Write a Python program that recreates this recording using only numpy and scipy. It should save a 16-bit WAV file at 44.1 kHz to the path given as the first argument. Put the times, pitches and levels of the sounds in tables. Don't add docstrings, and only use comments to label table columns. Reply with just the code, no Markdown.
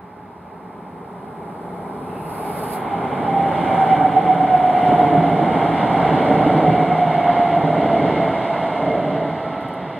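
import sys
import numpy as np
from scipy import signal
from scipy.fft import rfft, irfft
from scipy.io import wavfile
from scipy.ndimage import map_coordinates

SR = 44100
rng = np.random.default_rng(int(sys.argv[2]) if len(sys.argv) > 2 else 0)


def bounce(signal):
    frames = np.transpose(np.atleast_2d(signal))
    limited = np.clip(frames, -1, 1)
    pcm = np.round(limited * 32767).astype(np.int16)
    wavfile.write(sys.argv[1], SR, pcm)


N = 440559
TIME = np.arange(N) / SR
FREQS = np.maximum(np.arange(N // 2 + 1) * SR / N, 1)
LEFT_RIGHT = np.array([[1], [-1]])
HEAD_S, TAIL_S = 3.55, 8.6


def from_db(db):
    return 10 ** (np.asarray(db) / 20)


def rms_one(x):
    return x / np.sqrt(np.mean(np.abs(x) ** 2) + 1e-20)


def at_hz(points):
    hz, value = np.transpose(points)
    return np.interp(np.log(FREQS), np.log(hz), value)


def colour(spectrum, modes=()):
    db = at_hz(spectrum)
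    for hz, width_hz, lift_db in modes:
        db = db + lift_db / (1 + (2 * (FREQS - hz) / width_hz) ** 2)
    low_end = np.minimum(FREQS / spectrum[0][0], 1)
    high_end = np.minimum(spectrum[-1][0] / FREQS, 1)
    return from_db(db) * (low_end * high_end) ** 6


def wander(width_hz, size=8192):
    hz = np.arange(size // 2 + 1) * SR / N
    smoothing = 1 + (2 * hz / width_hz) ** 4
    real, imag = irfft(rfft(rng.standard_normal((2, size))) / smoothing)
    return np.interp(np.arange(N) * size / N, np.arange(size), rms_one(real + 1j * imag))


# pitch_hz, left_right_correlation (-1 to 1)
LIKENESS = [(30, .96), (90, .995), (500, .99), (800, .95), (1130, .68), (1500, .85), (2150, .96),
            (3200, .87), (4000, -.15), (4900, -.75), (5900, -.7), (7200, .15), (10000, .5), (15000, .5)]


def noise(spectrum, modes=()):
    mid, side = rfft(rng.standard_normal((2, N))) * colour(spectrum, modes)
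    alike = np.clip(at_hz(LIKENESS), -.95, .998)
    mid, side = irfft([mid, side * np.sqrt((1 - alike) / (1 + alike))], N)
    return (mid + side * LEFT_RIGHT) / np.std(mid)


def band(hz, width_hz, side_db):
    carrier = np.exp(2j * np.pi * np.cumsum(hz) / SR)
    mid, side = (rms_one((carrier * wander(width_hz)).real) for _ in range(2))
    return mid + from_db(side_db) * side * LEFT_RIGHT


def flutter(depth_db, rate_hz):
    return from_db(depth_db * wander(rate_hz).real)


def swell(start, end, rise_db_per_s, fall_db_per_s):
    before = np.maximum(start - TIME, 0)
    after = np.maximum(TIME - end, 0)
    return from_db(-rise_db_per_s * before - fall_db_per_s * after)


def bump(s, half_length):
    return np.exp(-((TIME - s) / half_length) ** 2)


DOPPLER_SWING, DOPPLER_S = .119, 1.954


def doppler(closest):
    since = TIME - closest
    return 1 / (1 + DOPPLER_SWING * since / np.hypot(since, DOPPLER_S))


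# middle_s, half_length_s, rail_lift_db, wheel_lift_db, hiss_lift_db
COACHES = [(3.782, 0.23, 3, 2.5, 3.5), (4.901, 0.21, 2, 3, 3.5), (6.094, 0.75, 5, 5, 3.5),
           (7.337, 0.18, 3, 2.5, 0), (8.101, .45, 1.5, 2.5, 0)]


def surges():
    return from_db(sum(np.outer(lifts_db, bump(s, half_length)) for s, half_length, *lifts_db in COACHES))


SLEEPERS_PER_S = 31.5


def sleepers(depth):
    return 1 + depth * np.cos(2 * np.pi * SLEEPERS_PER_S * TIME)


# pitch_hz, relative_level_db (per Hz)
MIC_HISS = [(5000, -5.5), (10000, 4), (13000, 1), (16000, -2.5)]


def mic_hiss(level_db=-77.0):
    return from_db(level_db) * noise(MIC_HISS)


# pitch_hz, relative_level_db (per Hz)
TRAFFIC = [(30, -28), (48, -15.5), (68, -3), (100, 2.5), (135, -3), (300, -20)]
# pitch_hz, relative_level_db (per Hz)
TYRES = [(600, -5), (900, 4), (1400, -5), (2100, -9.5), (3000, -22.5), (5000, -36)]


def traffic(level_db=-55, tyres_db=-49):
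    return from_db(level_db) * noise(TRAFFIC) + from_db(tyres_db) * noise(TYRES)


# pitch_hz, relative_level_db (per Hz)
RAIL_SIZZLE = [(2500, -26.5), (3600, -12), (4500, -10.5), (5900, -22.5), (7000, -20.5), (7900, -8),
               (9200, -4), (11000, -3), (11900, -7), (13300, -15), (15500, -17.5)]
# pitch_hz, relative_level_db (per Hz)
SIZZLE_FLARE = [(2650, -21), (3600, -9), (4600, -9), (5950, -22), (6400, -18), (6910, -17), (7670, -11),
                (11100, 2), (11700, -0.5), (15500, -15)]
# middle_s, half_length_s, lift_db
SPURTS = [(2.32, .03, 2), (2.591, .01, 2.5), (2.647, .013, 2), (2.738, .018, 4.5)]


def sizzle(level_db=-62.0, loudest_s=2.1, flare_from=2.33, flare_until=2.755, flare_db=-45.0,
           flare_growth_db_per_s=15):
    bed = from_db(level_db) * swell(loudest_s, loudest_s, rise_db_per_s=9.5, fall_db_per_s=2) * surges()[2]
    growth_db = flare_db + flare_growth_db_per_s * np.minimum(TIME - flare_until, 0)
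    spurt_db = sum(db * bump(s, half_length) for s, half_length, db in SPURTS)
    flare = from_db(growth_db + spurt_db) * swell(flare_from, flare_until, rise_db_per_s=60, fall_db_per_s=225)
    flare = flare * flutter(depth_db=1.3, rate_hz=160)
    return bed * noise(RAIL_SIZZLE) + flare * noise(SIZZLE_FLARE)


def rail_ring(start=2.14, end=3.1, level_db=-55, pitch_hz=2620, sag_hz_per_s=190, width_hz=750):
    level = from_db(level_db) * swell(start, end, rise_db_per_s=110, fall_db_per_s=6.5)
    return level * band(pitch_hz - sag_hz_per_s * (TIME - start), width_hz, side_db=-8.0)


# pitch_hz, relative_level_db (per Hz)
AIR = [(3500, -19.5), (5000, -6.5), (5700, -0.5), (6500, -6), (7400, 1), (9000, 0), (9800, 0.5),
       (10800, -11), (12500, -24)]


def rush(level_db=-64.5):
    level = from_db(level_db) * swell(HEAD_S, TAIL_S, rise_db_per_s=6.5, fall_db_per_s=9) * surges()[2]
    return level * sleepers(depth=.12) * noise(AIR) * flutter(depth_db=0.7, rate_hz=110)


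# start_s, relative_level_db
TICKS = [(7.3864, -45), (9.6081, -44), (9.6218, -50), (9.6324, -52), (9.685, -42), (9.737, -40),
         (9.7475, -51)]
# pitch_hz, relative_level_db (per Hz)
TICK = [(4000, -29), (7000, -11), (9000, 0), (11500, -1), (16000, -21)]


def ticks(decay=0.0054, gain_db=-13.0):
    hits = np.zeros(N)
    for s, level_db in TICKS:
        hits[int(s * SR)] = from_db(level_db + gain_db)
    fade_per_sample = np.exp(-1 / (decay * SR))
    return signal.lfilter([1], [1, -fade_per_sample], hits + 1e-18) * noise(TICK)


# time_s, level_db, boom_db (added to the lowest modes)
KNOCKS = [(4.925, -16, -12), (5.18, -21, 8), (5.222, -12, -14), (5.418, -11, -4), (6.165, -14, -8),
          (6.467, -3, -14), (6.573, -11.5, -10), (6.649, -16, -8), (6.683, -17, 2), (7.638, -15, 2),
          (7.899, -17, -4), (8.066, -15, -8), (8.195, -16, -14)]
# pitch_hz, relative_level_db, t60_s (time to fade by 60 dB)
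KNOCK_MODES = [(159, 2.5, 0.2), (182, -6.5, .07), (250, -11, .06), (295, 0.5, 0.087), (476, -8.5, 0.016)]
BOOM_BELOW_HZ = 220


def knocks(rise=0.0049):
    out = np.zeros(N)
    for s, level_db, boom_db in KNOCKS:
        start = int((s - rise) * SR)
        age = TIME[:min(SR // 2, N - start)]
        ring = 0
        for hz, db, t60 in KNOCK_MODES:
            fading_db = db + boom_db * (hz < BOOM_BELOW_HZ) - 60 * age / t60
            ring = ring + from_db(fading_db) * np.sin(2 * np.pi * hz * age)
        soft_start = 1 - np.exp(-(age / rise) ** 2)
        out[start:start + len(age)] += from_db(level_db) * ring * soft_start
    return out


# loudest_s, pitch_hz, level_db
HUM_SWELLS = [(3.5, 170.3, -33.5), (4.55, 146, -32), (5.17, 161, -27.5), (5.85, 140.3, -35),
              (6.68, 161.2, -20.5), (7.72, 165.2, -31.5), (9.05, 168, -34.5), (9.55, 142.5, -42)]
HUM_THROB = .5


def hum(start_hz=179, sag_hz_per_s=2.8, steady_db=-44, rough=0.43, rough_hz=22, octave_db=-13,
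        octave_width_hz=30, throb_hz=15.5, throb_at=6.69):
    steady = from_db(steady_db) * swell(HEAD_S, TAIL_S, rise_db_per_s=1.5, fall_db_per_s=6)
    voices = [(start_hz - sag_hz_per_s * TIME, steady)]
    for s, hz, db in HUM_SWELLS:
        voices.append((hz, from_db(db) * swell(s, s, rise_db_per_s=130, fall_db_per_s=29.0)))
    throb = 1 + HUM_THROB * np.cos(2 * np.pi * throb_hz * (TIME - throb_at))
    body = rms_one(throb * (1 + rough * wander(rough_hz)))
    octave = from_db(octave_db) * wander(octave_width_hz)
    out = 0
    for hz, level in voices:
        cycles = np.cumsum(hz * np.ones(N)) / SR + rng.random()
        carrier = np.exp(2j * np.pi * cycles)
        out = out + level * (carrier * (body + octave * carrier)).real
    return np.sqrt(2) * out


# pitch_hz, relative_level_db (per Hz)
DECK = [(22, -40), (45, -28.5), (65, -14), (100, -9), (140, -1.5), (200, -1), (240, -2), (370, -3.5),
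        (450, -1.5), (510, -5.5), (600, -1), (700, -5), (900, -24.5), (1300, -50)]
# pitch_hz, width_hz, lift_db
DECK_MODES = [(167, 44, 3.9), (280, 60, 3.8)]
# pitch_hz, width_hz, relative_level_db
GIRDER_MODES = [(167, 26, -3.5), (283.8, 22, .5), (317.8, 26, -3), (450.7, 46, -2.5), (605.6, 80, -1.5)]
# roll_on_s, roll_off_s, deck_boom_db, girder_ring_db
BOGIES = [(3.092, 3.75, -27, -45), (4.02, 4.478, -32, -29), (4.901, 5.556, -24, -24),
          (6.145, 6.72, -20.5, -22), (7.68, 8.217, -23.5, -24.5), (8.877, 9.22, -27, -27.5)]
BOOM_RISE_DB_PER_S, BOOM_FALL_DB_PER_S = 61.5, 51.5


def deck_boom(between_db=-26.5, fade_from=8.12, fade_db_per_s=3, surge_share=0.93):
    bed_db = between_db - fade_db_per_s * np.maximum(TIME - fade_from, 0)
    bed = from_db(bed_db) * surges()[0] ** surge_share
    loads = np.array([swell(on, off, BOOM_RISE_DB_PER_S, BOOM_FALL_DB_PER_S) for on, off, *_ in BOGIES])
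    boom, ring = np.sqrt(from_db(np.transpose(BOGIES)[2:]) ** 2 @ loads ** 2)
    girders = rms_one(sum(from_db(db) * band(np.full(N, hz), width_hz, side_db=-29)
                          for hz, width_hz, db in GIRDER_MODES))
    return np.hypot(bed, boom) * noise(DECK, DECK_MODES) + ring * girders


# pitch_hz, relative_level_db (per Hz)
WHEEL = [(1400, -26.5), (1700, -12), (1850, -5.5), (2050, 2), (2190, 0), (2320, -6.5), (2500, -15),
         (2780, -7.5), (3400, -11.5), (4200, -22.5), (4600, -28), (5000, -35.5), (6500, -43)]


def wheel_ring(level_db=-38.5, sag_per_s=.005, treble_hz=3400, nearing_db=-3.0, leaving_db=2.0):
    speed = 1 - sag_per_s * (TIME - TAIL_S)
    position = np.cumsum(speed)
    ring = np.array([map_coordinates(side, [position], order=3, mode="wrap") for side in noise(WHEEL)])
    treble = ring - irfft(rfft(ring) / (1 + (FREQS / treble_hz) ** 12), N)
    treble_db = np.interp(TIME, [HEAD_S, TIME[-1]], [nearing_db, leaving_db])
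    ring = ring + treble * (from_db(treble_db) - 1)
    level = from_db(level_db) * swell(HEAD_S, TAIL_S, rise_db_per_s=3.5, fall_db_per_s=4.5)
    return level * ring * flutter(depth_db=0.9, rate_hz=23)


# pitch_hz, relative_level_db (per Hz)
FAR_ROAR = [(25, -33), (45, -24), (70, -13.5), (110, -11), (250, -4), (340, -9), (520, -10), (700, -6.5),
            (1000, -11.5), (1350, -17), (1800, -28.5), (2600, -33.5), (4000, -43), (5200, -61)]
# pitch_hz, width_hz, lift_db
FAR_MODES = [(181, 76, 6.5), (410, 56, 9), (456, 40, 4), (530, 70, -1.5), (1006, 72, 4.5), (2160, 250, 7.5),
             (2670, 530, -5.5)]
# pitch_hz, relative_level_db (per Hz)
RAIL = [(400, -27), (650, -4), (850, 2), (1000, -4), (1150, -9.5), (1400, -11), (1750, -17), (2100, -26.5),
        (2800, -50)]


def rolling(near_from=2.26, near_full=3.64, far_db=-22.0, rail_db=-27.5, far_left_db=0.6):
    near = np.clip((TIME - near_from) / (near_full - near_from), 0, 1)
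    rail_surge, wheel_surge, _ = surges()
    far = from_db(far_db) * swell(HEAD_S, TAIL_S, rise_db_per_s=6.0, fall_db_per_s=0)
    far = far * noise(FAR_ROAR, FAR_MODES)
    far = far * from_db(far_left_db * LEFT_RIGHT)
    rail = from_db(rail_db) * rail_surge * swell(HEAD_S, TAIL_S, rise_db_per_s=1.0, fall_db_per_s=5.0)
    rail = rail * sleepers(depth=.12) * noise(RAIL) * flutter(depth_db=1.07, rate_hz=40)
    wheels = wheel_surge * wheel_ring()
    return np.sqrt(1 - near) * far + near * deck_boom() + np.sqrt(near) * (rail + wheels)


# closest_s,
# pitch_hz, loud_from_s, loud_until_s, level_db
SINGING = [(3.6, 2200, 3.6, 3.4, -46), (4.0, 2290, 3.75, 4.2, -48.5), (6.3, 2235, 6.25, 6.6, -44.5),
           (6.72, 2290, 6.68, 7.5, -44.5), (6.676, 2200, 6.85, 7.3, -43.5), (6.448, 2325, 7.9, 8.85, -42),
           (7.0, 1450, 9.4, 9.6, -41.5)]


def singing(row, width_hz=32, side_db=-18):
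    closest, pitch_hz, start, end, level_db = row
    level = from_db(level_db) * swell(start, end, rise_db_per_s=62, fall_db_per_s=30.5)
    return level * flutter(depth_db=2.5, rate_hz=11) * band(pitch_hz * doppler(closest), width_hz, side_db)


# time_s, pitch_hz
DRONE_PITCH = [(0, 850), (2.5, 826.8), (3.8, 782.7), (4.6, 732.4), (6.1, 747.8), (7.2, 723.4), (8.4, 713),
               (8.9, 689.4)]


def drone_pitch():
    s, hz = np.transpose(DRONE_PITCH)
    return np.interp(TIME, s, hz)


def far_whine(level_db=-50.5, loudest_s=2.2, loudest_db=-45, width_hz=38, side_db=-12):
    level = from_db(np.interp(TIME, [0, loudest_s], [level_db, loudest_db]))
    level = level * swell(0, loudest_s, rise_db_per_s=0, fall_db_per_s=13)
    return level * band(drone_pitch(), width_hz, side_db)


def drone(level_db=-24, loud_from=4.14, loud_until=7.8, last_bogie_s=8.92, last_bogie_db=-22.5,
          last_bogie_hz=660, last_bogie_width_hz=190, width_hz=150, side_db=-16):
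    level = from_db(level_db) * swell(loud_from, loud_until, rise_db_per_s=7.0, fall_db_per_s=7.5)
    last = from_db(last_bogie_db) * bump(last_bogie_s, half_length=0.28)
    last_roar = last * band(np.full(N, last_bogie_hz), last_bogie_width_hz, side_db)
    return level * band(drone_pitch(), width_hz, side_db) + last_roar


# closest_s, pitch_hz, loud_from_s, loud_until_s, level_db, rise_db_per_s,
# fall_db_per_s, deepest_throb_s, throb_depth (0-1), octave_db, octave_until_s
WHINES = [(4.575, 738.8, 3.875, 5.05, -18, 23, 19, 4.168, .75, -44.5, 4.9),
          (4.0, 741, 3.87, 4.7, -26, 44.5, 8, 4.168, 0.5, -56, 4.7),
          (7.0, 728, 6.26, 6.48, -26, 7, 20, 6.3, .3, -56, 6.5),
          (6.932, 718.5, 6.75, 7.72, -22.3, 20, 7.5, 8.1, 0.25, -46, 8.9)]
# middle_s, half_length_s, level_db
FLARES = [
    [(2.935, .03, -26), (3.295, .014, -22), (3.385, .065, -19), (3.48, 0.027, -27), (3.822, .012, -16.5),
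     (3.92, 0.014, -19), (4.04, 0.025, -22), (4.168, 0.01, -12.5), (4.315, 0.021, -18.5),
     (4.533, 0.022, -18), (4.675, .014, -19.5), (4.75, 0.006, -18), (4.803, 0.01, -17),
     (4.865, 0.011, -23.5), (5.002, 0.011, -18), (5.152, 0.01, -19)],
    [],
    [],
    [(6.662, 0.011, -22), (6.775, 0.026, -24), (6.94, 0.0099, -16), (7.03, .03, -24), (7.305, 0.028, -22),
     (7.42, 0.028, -17.5), (7.537, .009, -19), (7.572, 0.032, -18), (7.945, 0.028, -23)],
]
WAVES_PER_TURN = 91
LEAST_THROB, THROB_S = .17, .45
WHINE_ROUGH = .32


def whine(row, flares, rough_hz=75, waver_hz=3.47, side_db=-22, octave_width_hz=30):
    closest, pitch_hz, start, end, level_db, rise, fall, throb_at, deepest, octave_db, octave_end = row
    hz = pitch_hz * doppler(closest)
    level = from_db(level_db) * swell(start, end, rise, fall)
    bursts = sum(from_db(db) * bump(s, half_length) for s, half_length, db in flares)
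    depth = LEAST_THROB + (deepest - LEAST_THROB) * bump(throb_at, THROB_S)
    cycles = np.cumsum(hz) / SR
    turn = (cycles - np.interp(throb_at, TIME, cycles)) / WAVES_PER_TURN
    throb = (1 + depth * np.cos(2 * np.pi * turn)) / np.sqrt(1 + depth ** 2 / 2)
    waver = np.cumsum(waver_hz * wander(17.7).real) / SR
    carrier = np.exp(2j * np.pi * (cycles + waver))
    tone = rms_one((carrier * (1 + WHINE_ROUGH * wander(rough_hz))).real)
    scatter = from_db(side_db) * rms_one((carrier * wander(rough_hz)).real) * LEFT_RIGHT
    octave_level = from_db(octave_db) * swell(start, octave_end, rise, fall)
    octave = octave_level * band(2 * hz, octave_width_hz, side_db=-11.0)
    return (level * throb + bursts) * (tone + scatter) + octave


def spread(x, nearing_db=3.0, leaving_db=-5.5, narrows_from=4.0, narrows_until=9.0, below_hz=2600):
    mid, side = (x[0] + x[1]) / 2, (x[0] - x[1]) / 2
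    low = irfft(rfft(side) / (1 + (FREQS / below_hz) ** 10), N)
    width_db = np.interp(TIME, [narrows_from, narrows_until], [nearing_db, leaving_db])
    side = side + low * (from_db(width_db) - 1)
    return np.array([mid + side, mid - side])


def scene():
    background = mic_hiss() + traffic()
    ahead = sizzle() + rail_ring()
    songs = sum(singing(row) for row in SINGING)
    whines = sum(whine(row, flares) for row, flares in zip(WHINES, FLARES))
    roar = spread(hum() + rolling() + songs + far_whine() + drone() + whines)
    return background + ahead + rush() + ticks() + knocks() + roar


# pitch_hz, left_minus_right_db
BALANCE = [(60, -1.8), (700, -1.5), (1300, -3), (2100, -.3), (3300, 2), (4200, 2), (5500, -3), (8000, -4),
           (13000, -5.5)]
CUTOFF_HZ = 15750


def record(dry):
    tilt = from_db(at_hz(BALANCE) * LEFT_RIGHT / 2)
    low_pass = 1 / np.sqrt(1 + (FREQS / CUTOFF_HZ) ** 400)
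    return irfft(rfft(dry) * tilt * low_pass, N)


dry = scene()
out = record(dry)
bounce(out)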